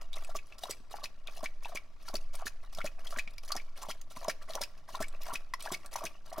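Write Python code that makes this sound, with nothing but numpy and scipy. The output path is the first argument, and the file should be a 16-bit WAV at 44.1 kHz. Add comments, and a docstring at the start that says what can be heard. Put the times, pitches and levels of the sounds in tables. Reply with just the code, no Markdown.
"""A kitchen, close to the stone counter: just left of a stereo microphone, a cat laps milk from a small
ceramic bowl, about three laps a second. In every lap the wet tongue reaches out, dips and crackles;
then the mouth shuts with a gulp and a smack whose pitch rises as the cavity shrinks, until the lips
seal. Air pockets pop and saliva films snap. Bowl and kitchen ring briefly behind the direct sound;
a very low rumble and the faint hiss of room air lie underneath."""
import sys
import numpy as np
from scipy import signal
from scipy.fft import rfft, irfft, next_fast_len
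from scipy.io import wavfile
from scipy.ndimage import uniform_filter1d

SR = 44100
rng = np.random.default_rng(int(sys.argv[2]) if len(sys.argv) > 2 else 0)


def wav_out(sig):
    """Save sig, one row per channel (or a flat mono array), as 16-bit PCM at SR to the path in sys.argv[1]."""
    wavfile.write(sys.argv[1], SR, np.round(np.clip(np.atleast_2d(sig).T, -1, 1) * 32767).astype(np.int16))


N = 282240
TIME = np.arange(N) / SR
GRAIN = TIME[:SR // 12]  # time within one short event
LEFT_RIGHT = np.array([[1], [-1]])  # sign of the side signal in each channel


def from_db(db):
    return 10 ** (np.asarray(db) / 20)


def rms_one(x):
    return x / np.sqrt(np.mean(x ** 2) + 1e-20)


def burst_one(x, size=132):
    """Scale a burst to rms 1 over its loudest `size` samples."""
    return x / np.sqrt(uniform_filter1d(x ** 2, size).max() + 1e-20)


def sustained(x, span_s=0.049):
    """Even out the level over a tongue stroke, leaving single grains uneven. 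Rms 1."""
    local_power = np.abs(uniform_filter1d(x ** 2, int(span_s * SR)))
    return rms_one(x / np.sqrt(local_power + .1 * np.mean(x ** 2)))


def add(out, s, sound):
    """Mix a sound in at time s."""
    at = int(np.clip(s * SR, 0, N - 1))
    out[at:at + len(sound)] += sound[:N - at]


def resonance(x, hz, width_hz):
    """Two-pole band-pass with gain 1 at its peak."""
    r = np.exp(-np.pi * width_hz / SR)
    feedback = [1, -2 * r * np.cos(2 * np.pi * hz / SR), r * r]
    return signal.lfilter(np.array([1, 0, -1]) * (1 - r * r) / 2, feedback, x + 1e-18)


def cut(x, hz, kind, order=2):
    """Butterworth high- or low-pass."""
    sections = signal.butter(order, min(hz, SR / 2 - 100), kind, fs=SR, output="sos")
    return signal.sosfilt(sections, x + 1e-18)


def colour(x, spectrum):
    """Minimum-phase filter through points of (frequency [Hz], gain [dB])."""
    size = next_fast_len(x.shape[-1] + len(GRAIN), True) * 2
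    hz, db = np.transpose(spectrum)
    bin_hz = np.arange(size // 2 + 1) * SR / size
    log_gain = np.log(from_db(np.interp(np.log(bin_hz + 1), np.log(hz), db)))
    cepstrum = irfft(log_gain)[:size // 2]
    cepstrum[1:] *= 2
    return irfft(rfft(x, size) * np.exp(rfft(cepstrum, size)))[..., :x.shape[-1]]


def crackle(size, per_s, spread_db):
    """Random clicks of uneven strength."""
    strength = from_db(spread_db * np.minimum(rng.exponential(1, size), 4))
    return strength * rng.choice([-1, 1], size) * (rng.random(size) < per_s / SR)


# Room tone at the microphone: (frequency [Hz], gain [dB])
AIR_SPECTRUM = [(25, 10.5), (50, -13), (100, -20), (250, -27), (650, -38.5), (1400, -40), (3500, -48),
                (7000, -52), (15000, -58)]

def room_air(level_db=-55.5):
    """Still air hisses faintly all around the microphone."""
    mid, side = rng.standard_normal((2, N))
    air = colour(mid + side * LEFT_RIGHT, AIR_SPECTRUM)
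    return from_db(level_db) * rms_one(cut(air, 37.5, "high"))


# Course of the rumble in the room: (time [s], level [dB])
RUMBLE_LEVELS = [(0, -36.5), (.3, -31), (.55, -51.5), (1.2, -41.5), (1.6, -36), (1.9, -47), (2.2, -32.5),
                 (4.8, -42), (5.25, -32), (5.6, -43.5)]

def rumble(hz=9.4, width_hz=3.7):
    """A slow sway below hearing, alike in both channels."""
    band = resonance(resonance(rng.standard_normal(N + SR), hz, width_hz), hz, width_hz)
    analytic = signal.hilbert(band)[SR:]
    envelope = np.abs(analytic)
    evened = analytic.real / (envelope + envelope.mean() / 2)
    level_db = np.interp(TIME, *np.transpose(RUMBLE_LEVELS))
    return from_db(level_db) * rms_one(cut(evened, 23.0, "low"))


# Licks round the lips between laps: (time [s], squelch level [dB], fizz level [dB])
LIP_LICKS = [(0.01, -54, -55.5), (0.166, -49, -52.5), (0.231, -55, -58), (0.477, -77, -62),
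             (.53, -58.5, -65), (1.288, -53.5, -62), (2.02, -65, -64), (2.22, -61, -63),
             (2.647, -59.5, -61.5), (3.002, -55, -62), (3.32, -64, -60), (3.68, -65, -73),
             (4.118, -60.5, -56.5), (4.43, -56, -60), (4.78, -62.5, -65), (5.14, -55, -61),
             (5.852, -54.5, -61.5), (6.16, -64.5, -70)]
# Laps at the bowl, also played by the snaps, pops and smacks; delays count from the jaw shutting:
# (jaw shuts [s], reach gain [dB], squelch level [dB], fizz level [dB], thump level [dB],
#  cavity level [dB], spray level [dB], gulp level [dB], lip seal delay [s], lip seal level [dB],
#  film delay [s], film level [dB], film pitch [Hz])
MILK_LAPS = [(0.348, -12, -60, -55.5, -48.5, -61, -53.5, -42.5, 0.04, -44, 0.011, -42.5, 6100),
             (0.693, -6, -55, -49, -46, -54, -50, -51, 0.04, -53, 0.016, -33.5, 7900),
             (1.027, 2, -56.5, -55, -72, -54.5, -52, -54, 0.029, -41, 0.014, -36, 4370),
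             (1.428, -6.5, -56.5, -51, -47.5, -50, -55, -40, 0.03, -36, 0.014, -42, 6460),
             (1.746, -2, -55.5, -55.5, -51, -54, -57.5, -48.5, 0.026, -36, 0.0094, -40, 6100),
             (2.139, -11, -54.5, -52, -41.5, -57, -57.5, -36.5, 0.041, -55.5, 0.015, -33, 4500),
             (2.455, 2.5, -55, -55.5, -47.5, -69, -48, -69, 0.024, -43.5, 0.024, -41, 6600),
             (2.842, -5, -54.5, -52.5, -41, -48.5, -53.5, -35.5, 0.032, -41, .012, -44.5, 4630),
             (3.168, -1.5, -54, -50, -48.5, -56, -53.5, -51, 0.026, -29.5, 0.02, -39, 6640),
             (3.552, -4, -53, -49, -47.5, -49, -65, -47.5, 0.046, -45.5, .013, -35.5, 5560),
             (3.884, -3, -50.5, -50, -54, -48.5, -49.5, -42.5, .027, -47.5, .02, -43, 4800),
             (4.279, 0.5, -53, -52.5, -42.5, -44.5, -48.5, -30, 0.035, -48.5, 0.017, -38, 5830),
             (4.606, 0, -49, -52, -59, -49, -45.5, -41, .031, -40, .009, -34, 5360),
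             (5.003, -4, -50.5, -51, -36.5, -48, -50, -37, 0.039, -43, 0.022, -41, 7400),
             (5.328, -5, -47.5, -49.5, -48.7, -46, -48.5, -55, 0.028, -31.5, 0.0076, -40, 10700),
             (5.716, -3, -50, -48, -39.5, -49, -47, -57, 0.028, -37, 0.0055, -34, 7600),
             (6.038, 0, -49, -49.5, -43, -49.5, -49.5, -41.5, 0.028, -37.5, 0.015, -36.5, 6130),
             (6.378, -5, -53, -52.5, -44.5, -47, -56, -38.5, 0.034, -40, .0044, -43, 13700)]

def tongue_motion(reach_lead_s=0.1084, dip_lead_s=0.057, settle_lag_s=.05, rest_db=(-71, -73.5)):
    """Squelch and fizz levels in dB: the tongue licks, reaches, dips and settles over a faint wet rest."""
    moves = [(swell(s, rise_s=.02, fall_s=.028), squelch, fizz) for s, squelch, fizz in LIP_LICKS]
    for s, reach_db, squelch, fizz, *_ in MILK_LAPS:
        reach = swell(s - reach_lead_s, rise_s=0.013, fall_s=0.024)
        dip = swell(s - dip_lead_s, rise_s=0.021, fall_s=0.037)
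        settle = swell(s + settle_lag_s, rise_s=0.029, fall_s=0.063)
        moves += [(reach, squelch + reach_db, fizz + reach_db),
                  (dip, squelch - 1.5, fizz - 1.5),
                  (settle, squelch - 12.5, fizz - 13.5)]
    power = from_db(rest_db)[:, None] ** 2
    for envelope, *levels_db in moves:
        power = power + (from_db(levels_db)[:, None] * envelope) ** 2
    return 10 * np.log10(power)


def swell(s, rise_s, fall_s):
    """One movement: it builds up to time s and dies away."""
    t = TIME - s
    return np.exp(np.maximum(np.where(t < 0, -(t / rise_s) ** 2, -t / fall_s), -40))


def bubbles(low_hz, high_hz, per_s, life_s, spread_db, count):
    """Wet skin peels off in uneven jerks; each bursts a run of tiny pitched bubbles. Rms 1."""
    out, t = np.zeros(N), GRAIN[:SR // 40]
    jerks_s = np.cumsum(rng.gamma(2, .5, 1500)) / per_s
    draws = rng.random((len(jerks_s), 4, count, 1))
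    for s, (place, strength, delay, life) in zip(jerks_s[jerks_s < N / SR], draws):
        hz = low_hz * (high_hz / low_hz) ** place
        age = np.maximum(t - delay / per_s, 0) / (life_s * (.5 + life))
        rings = np.sin(2 * np.pi * hz * t) * np.exp(-age) * np.tanh(2 * age)
        add(out, s, np.sum(from_db(spread_db * (strength + strength[0])) * rings, axis=0))
    return rms_one(out)


# Modes of the hollow between bowl and muzzle: (frequency [Hz], width [Hz], gain [dB])
HOLLOW_MODES = [(379, 58, -9.5), (618, 132, 8.5), (837, 100, 1), (1160, 122, 8.5), (1866, 190, 2.5),
                (2250, 250, -0.5)]

def hollow(x):
    """Bowl and muzzle ring in several modes at once."""
    return sum(from_db(db) * resonance(x, hz, width) for hz, width, db in HOLLOW_MODES)


# Saliva spray from close by: (frequency [Hz], gain [dB])
SPRAY_SPECTRUM = [(1500, -7), (3300, 0.5), (4600, 3), (6200, 3), (7500, -3), (10000, -0.5), (15500, -7.5)]

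def foam():
    """Saliva foam bursts in tiny pitched grains, with finer crackle riding on them. Rms 1."""
    grains = bubbles(2799, 15000, per_s=135, life_s=.0012, spread_db=7.0, count=9)
    envelope = np.sqrt(np.abs(uniform_filter1d(grains ** 2, size=200)))
    ticks = rms_one(envelope * crackle(N, per_s=14000, spread_db=-1.0))
    return rms_one(colour(grains + ticks, SPRAY_SPECTRUM))


def tongue(squelch_gain_db=-2.5, fizz_gain_db=-0.5):
    """The moving tongue rings the hollow, gurgles in the milk and bursts a little foam."""
    squelch_db, fizz_db = tongue_motion()
    gurgle = bubbles(640, 3000, per_s=170, life_s=.0026, spread_db=12.0, count=3)
    wet_clicks = crackle(N, per_s=600, spread_db=6.5)
    body = rms_one(cut(hollow(wet_clicks), 1470, "low"))
    squelch = sustained(body) + sustained(gurgle)
    froth = sustained(foam())
    brisk = np.interp(fizz_db, [-76, -58], [0, 1])  # a gentle tongue makes duller foam
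    fizz = brisk * froth + (1 - brisk) * cut(froth, 6500, "low")
    return from_db(squelch_db + squelch_gain_db) * squelch + from_db(fizz_db + fizz_gain_db) * fizz


def lap_snaps(weak_count=2, weak_db=-9, span_s=0.029):
    """One main film and a few weaker ones as the mouth shuts: (time [s], pitch [Hz], level [dB])."""
    rows = []
    for s, *_, delay_s, db, hz in MILK_LAPS:
        rows.append((s + delay_s, hz, db))
        for k in range(weak_count):
            lag_s = span_s * (k + rng.random()) / weak_count
            rows.append((s + lag_s, rng.uniform(4100, 6540), db + weak_db))
    return rows


# Loud saliva films snapping on their own: (time [s], pitch [Hz], level [dB])
LONE_SNAPS = [(0.1306, 3600, -41.5), (0.2468, 7900, -47.5), (0.636, 3920, -37), (0.928, 6300, -56),
              (0.724, 4960, -46), (1.2724, 3600, -42), (1.655, 3730, -45.5), (2.0858, 4600, -41),
              (2.3533, 8900, -43.5), (2.465, 5400, -44.5), (2.7487, 5300, -45.5), (2.7859, 3600, -43.5),
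              (2.8637, 6700, -41.5), (3.382, 4930, -44), (3.5195, 4500, -29.5), (3.83, 7130, -43),
              (4.0141, 6400, -47.5), (4.2447, 6400, -44), (4.283, 5300, -35.4), (4.31, 4670, -44),
              (4.5058, 4350, -44.5), (4.5347, 3900, -43), (4.5531, 6050, -34.5), (4.635, 4980, -34.5),
              (4.954, 3980, -41.5), (5.0828, 8100, -47.5), (5.2326, 14100, -45.5), (5.5382, 5270, -39),
              (5.6245, 8500, -41.5), (5.7474, 4180, -40.5), (5.861, 8440, -46), (5.939, 10500, -43),
              (5.9604, 5920, -35.5)]

def film_snaps(tear_s=.0011, decay_s=0.0023, width_hz=300, modes_db=-20.5):
    """Each film tears in a tight cluster of clicks that ring a tiny cavity and a few weaker modes."""
    out = np.zeros(N)
    envelope = np.exp(-GRAIN / decay_s) * (1 - np.exp(-GRAIN / tear_s)) ** 2
    for s, hz, db in LONE_SNAPS + lap_snaps():
        clicks = crackle(len(GRAIN), per_s=9000, spread_db=-0.5) * envelope
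        ring = burst_one(resonance(clicks, hz, width_hz))
        modes = sum(resonance(clicks, mode_hz, width_hz) for mode_hz in rng.uniform(2500, 15500, size=6))
        overtones = from_db(modes_db) * burst_one(colour(modes, SPRAY_SPECTRUM))
        splash = burst_one(colour(clicks, SPRAY_SPECTRUM))
        roughness = min(hz / 6500, 1) ** 2  # larger cavities ring cleaner
        add(out, s - tear_s, from_db(db) * burst_one(ring + roughness * (overtones + splash)))
    return out


def pop(hz, ring_s=0.0028, rise_s=0.001, glide=0.037, tear_s=0.0061):
    """An air pocket opens: a short, slightly rising ring and the rough tearing of its film."""
    life_s = ring_s * (1000 / hz) ** 0.027 * from_db(rng.normal(0, 1.0))  # small pockets die sooner
    pitch = hz * (1 + glide * np.tanh(GRAIN / life_s - 1))
    envelope = np.exp(-GRAIN / life_s) * (1 - np.exp(-GRAIN / rise_s))
    ring = burst_one(np.sin(2 * np.pi * np.cumsum(pitch) / SR) * envelope)
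    puff = rng.standard_normal(len(GRAIN)) * np.exp(-GRAIN / tear_s)
    tear = burst_one(cut(resonance(puff, hz, hz / 2), hz * 2.8, "low"))
    roughness = np.interp(hz, [700, 2300], [.25, .55])
    return burst_one(ring * rng.choice([-1, 1]) + roughness * tear)


def lap_pops(count=5, lead_s=.06, low_hz=635, high_hz=1450):
    """Each dip frees small pockets, then the shutting mouth pops: (time [s], pitch [Hz], level [dB])."""
    rows = []
    for s, _, squelch_db, _, _, cavity_db, _, gulp_db, seal_s, seal_db, *_ in MILK_LAPS:
        for when, place in rng.random((count, 2)):
            rows.append((s - lead_s * when, low_hz * (high_hz / low_hz) ** place, squelch_db + 4))
        # three pops, ever higher as the cavity shrinks
        gulp = (0.00305, 596, gulp_db)
        half_shut = (.019, 1930, cavity_db + 1.5)
        lip_seal = (seal_s, 2352, seal_db)
        for lag_s, hz, db in gulp, half_shut, lip_seal:
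            rows.append((s + lag_s, hz * rng.uniform(.92, 1.08), db))
    return rows


# Loudest single pops, on the tongue and at the parting lips between laps: (time [s], pitch [Hz], level [dB])
LOUD_POPS = [(0.1395, 3800, -41), (0.2467, 2520, -48.5), (0.2921, 670, -44.5), (0.3512, 1170, -39.5),
             (0.523, 2580, -47.5), (0.6359, 724, -38), (0.6553, 1005, -44.5), (0.6944, 487, -42),
             (0.9406, 810, -37), (1.2794, 2450, -42.5), (1.647, 2620, -40.5), (1.656, 893, -38),
             (1.759, 2420, -39), (2.0822, 1350, -46), (2.422, 745, -43.5), (2.4672, 1764, -35.5),
             (2.468, 1400, -42), (2.7852, 603, -45.5), (2.8045, 1380, -39), (2.8143, 2210, -38.5),
             (3.07, 3260, -41), (3.125, 1234, -42.5), (3.1616, 1540, -39.5), (3.1858, 1920, -32.5),
             (3.2757, 2390, -41.5), (3.381, 2330, -47), (3.5049, 1200, -39.5), (3.5549, 770, -38.5),
             (3.5205, 1200, -40), (3.912, 3170, -41), (4.1692, 1000, -43.5), (4.2482, 1000, -39),
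             (4.2953, 2280, -41), (4.4987, 640, -43.5), (4.5587, 560, -38), (4.5724, 1010, -45),
             (4.5834, 880, -42), (4.89, 990, -46), (4.9489, 1025, -37.5), (5.0281, 1770, -37),
             (5.2673, 945, -45.5), (5.3035, 910, -41.5), (5.537, 1026, -34.5), (5.5368, 1960, -34),
             (5.6596, 880, -36.5), (5.674, 1660, -39), (5.9566, 917, -31), (6.0167, 610, -43.5),
             (6.3259, 710, -42)]

def pocket_pops():
    """Air pockets pop on the tongue and in the mouth, and the lips pop as they part."""
    out = np.zeros(N)
    for s, hz, db in LOUD_POPS + lap_pops():
        add(out, s, from_db(db) * pop(hz))
    return out


# Soft thump of the shutting mouth: (frequency [Hz], gain [dB])
THUMP_SPECTRUM = [(50, -4.5), (110, -7), (200, 0), (265, -3), (365, 3.5), (470, -8.5), (600, -15.5),
                  (1000, -11), (3000, -27)]

def smacks(open_hz=560, shut_hz=2550, close_s=0.033, width_hz=340, thump_s=0.009,
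           cavity_gain_db=2.0, spray_gain_db=4.5):
    """The jaw shuts: a soft thump, then crackle through a shrinking cavity, and a spray of foam."""
    out, size, froth = np.zeros(N), len(GRAIN), foam()
    closing = np.clip(GRAIN / close_s, 0, 1)
    squeeze = (1 - np.exp(-GRAIN / 0.0054)) / (1 + (GRAIN / close_s) ** 7)
    pole = np.exp(-np.pi * width_hz / SR)
    for k, (s, _, _, _, thump_db, cavity_db, spray_db, *_) in enumerate(MILK_LAPS):
        push = rng.standard_normal(size) * np.exp(-GRAIN / thump_s)
        thump = from_db(thump_db) * burst_one(colour(push, THUMP_SPECTRUM), size=300)
        end_hz = shut_hz * from_db(rng.normal(0, 0.7))  # no two laps close alike
        pitch = open_hz * (end_hz / open_hz) ** closing
        # each click rings at the cavity's pitch of the moment
        phasor = np.exp(2j * np.pi * np.cumsum(pitch) / SR)
        clicks = crackle(size, per_s=1300, spread_db=2.0)
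        rings = np.imag(signal.lfilter([1], [1, -pole], clicks / phasor) * phasor)
        slurp = from_db(cavity_db + cavity_gain_db) * rms_one(rings)
        spray = from_db(spray_db + spray_gain_db) * rms_one(froth[k * size:(k + 1) * size])
        add(out, s, thump + squeeze * (slurp + spray))
    return out


# Thuds of jaw and throat: (time [s], level [dB])
THROAT_THUDS = [(0.801, -56.5), (2.779, -53), (3.268, -60.5), (4.167, -52), (4.935, -54.5)]

def thuds(hz=165, width_hz=105, swell_s=0.0025):
    """Jaw and throat give dull, soft pulses."""
    out = np.zeros(N)
    for s, db in THROAT_THUDS:
        push = rng.standard_normal(len(GRAIN)) * GRAIN * np.exp(-GRAIN / swell_s)
        pulse = cut(resonance(push, hz, width_hz), 2 * hz, "low")
        add(out, s, from_db(db) * burst_one(pulse, size=400))
    return out


# The kitchen's tail at the microphone: (frequency [Hz], gain [dB])
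TAIL_SPECTRUM = [(150, 8), (700, -1.5), (2300, -3), (15000, -3)]

def kitchen(x, early_db=-9.5, early_t60_s=0.061, tail_db=-23.0, tail_t60_s=0.45,
            near_db=-12.5, near_s=0.00016):
    """Counter, sink and wall send quick reflections to the microphone, then a faint tail."""
    t = TIME[:SR // 2]
    early, tail = rng.standard_normal((2, 2, len(t)))  # each has a mid and a side row
    early = early * from_db(-60 * t / early_t60_s) * (t > .0015)
    tail = colour(tail, TAIL_SPECTRUM) * from_db(-60 * t / tail_t60_s) * (1 - np.exp(-t / 0.0085))
    response = from_db(early_db) * rms_one(early) + from_db(tail_db) * rms_one(tail)
    # the nearest surfaces make left and right differ
    near = rng.standard_normal(len(t)) * t * np.exp(-t / near_s)
    response[1] += from_db(near_db) * rms_one(near)
    mid, side = signal.fftconvolve(x[None], response / np.sqrt(len(t)), axes=1)[:, :N]
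    return mid + side * LEFT_RIGHT / np.sqrt(2)


def scene(left_db=1.5, mouth_db=-0.5, bowl_db=-10):
    """The cat sits close to the microphone, a little left of centre, its mouth just over the bowl."""
    mouth = from_db(mouth_db) * (pocket_pops() + film_snaps() + smacks())
    bowl = from_db(bowl_db) * hollow(mouth)
    cat = mouth + bowl + tongue() + thuds()
    lows = cut(cat, 4100, "low", order=1)  # these lean left; the top stays centred
    direct = cat + (from_db(LEFT_RIGHT * left_db / 2) - 1) * lows
    return direct + kitchen(cat) + room_air() + rumble()


def record(dry, cutoff_hz=16000):
    """The top of the microphone's signal is cut steeply."""
    return signal.sosfilt(signal.ellip(10, .1, 70, cutoff_hz, fs=SR, output="sos"), dry)


dry = scene()
out = record(dry)
wav_out(out)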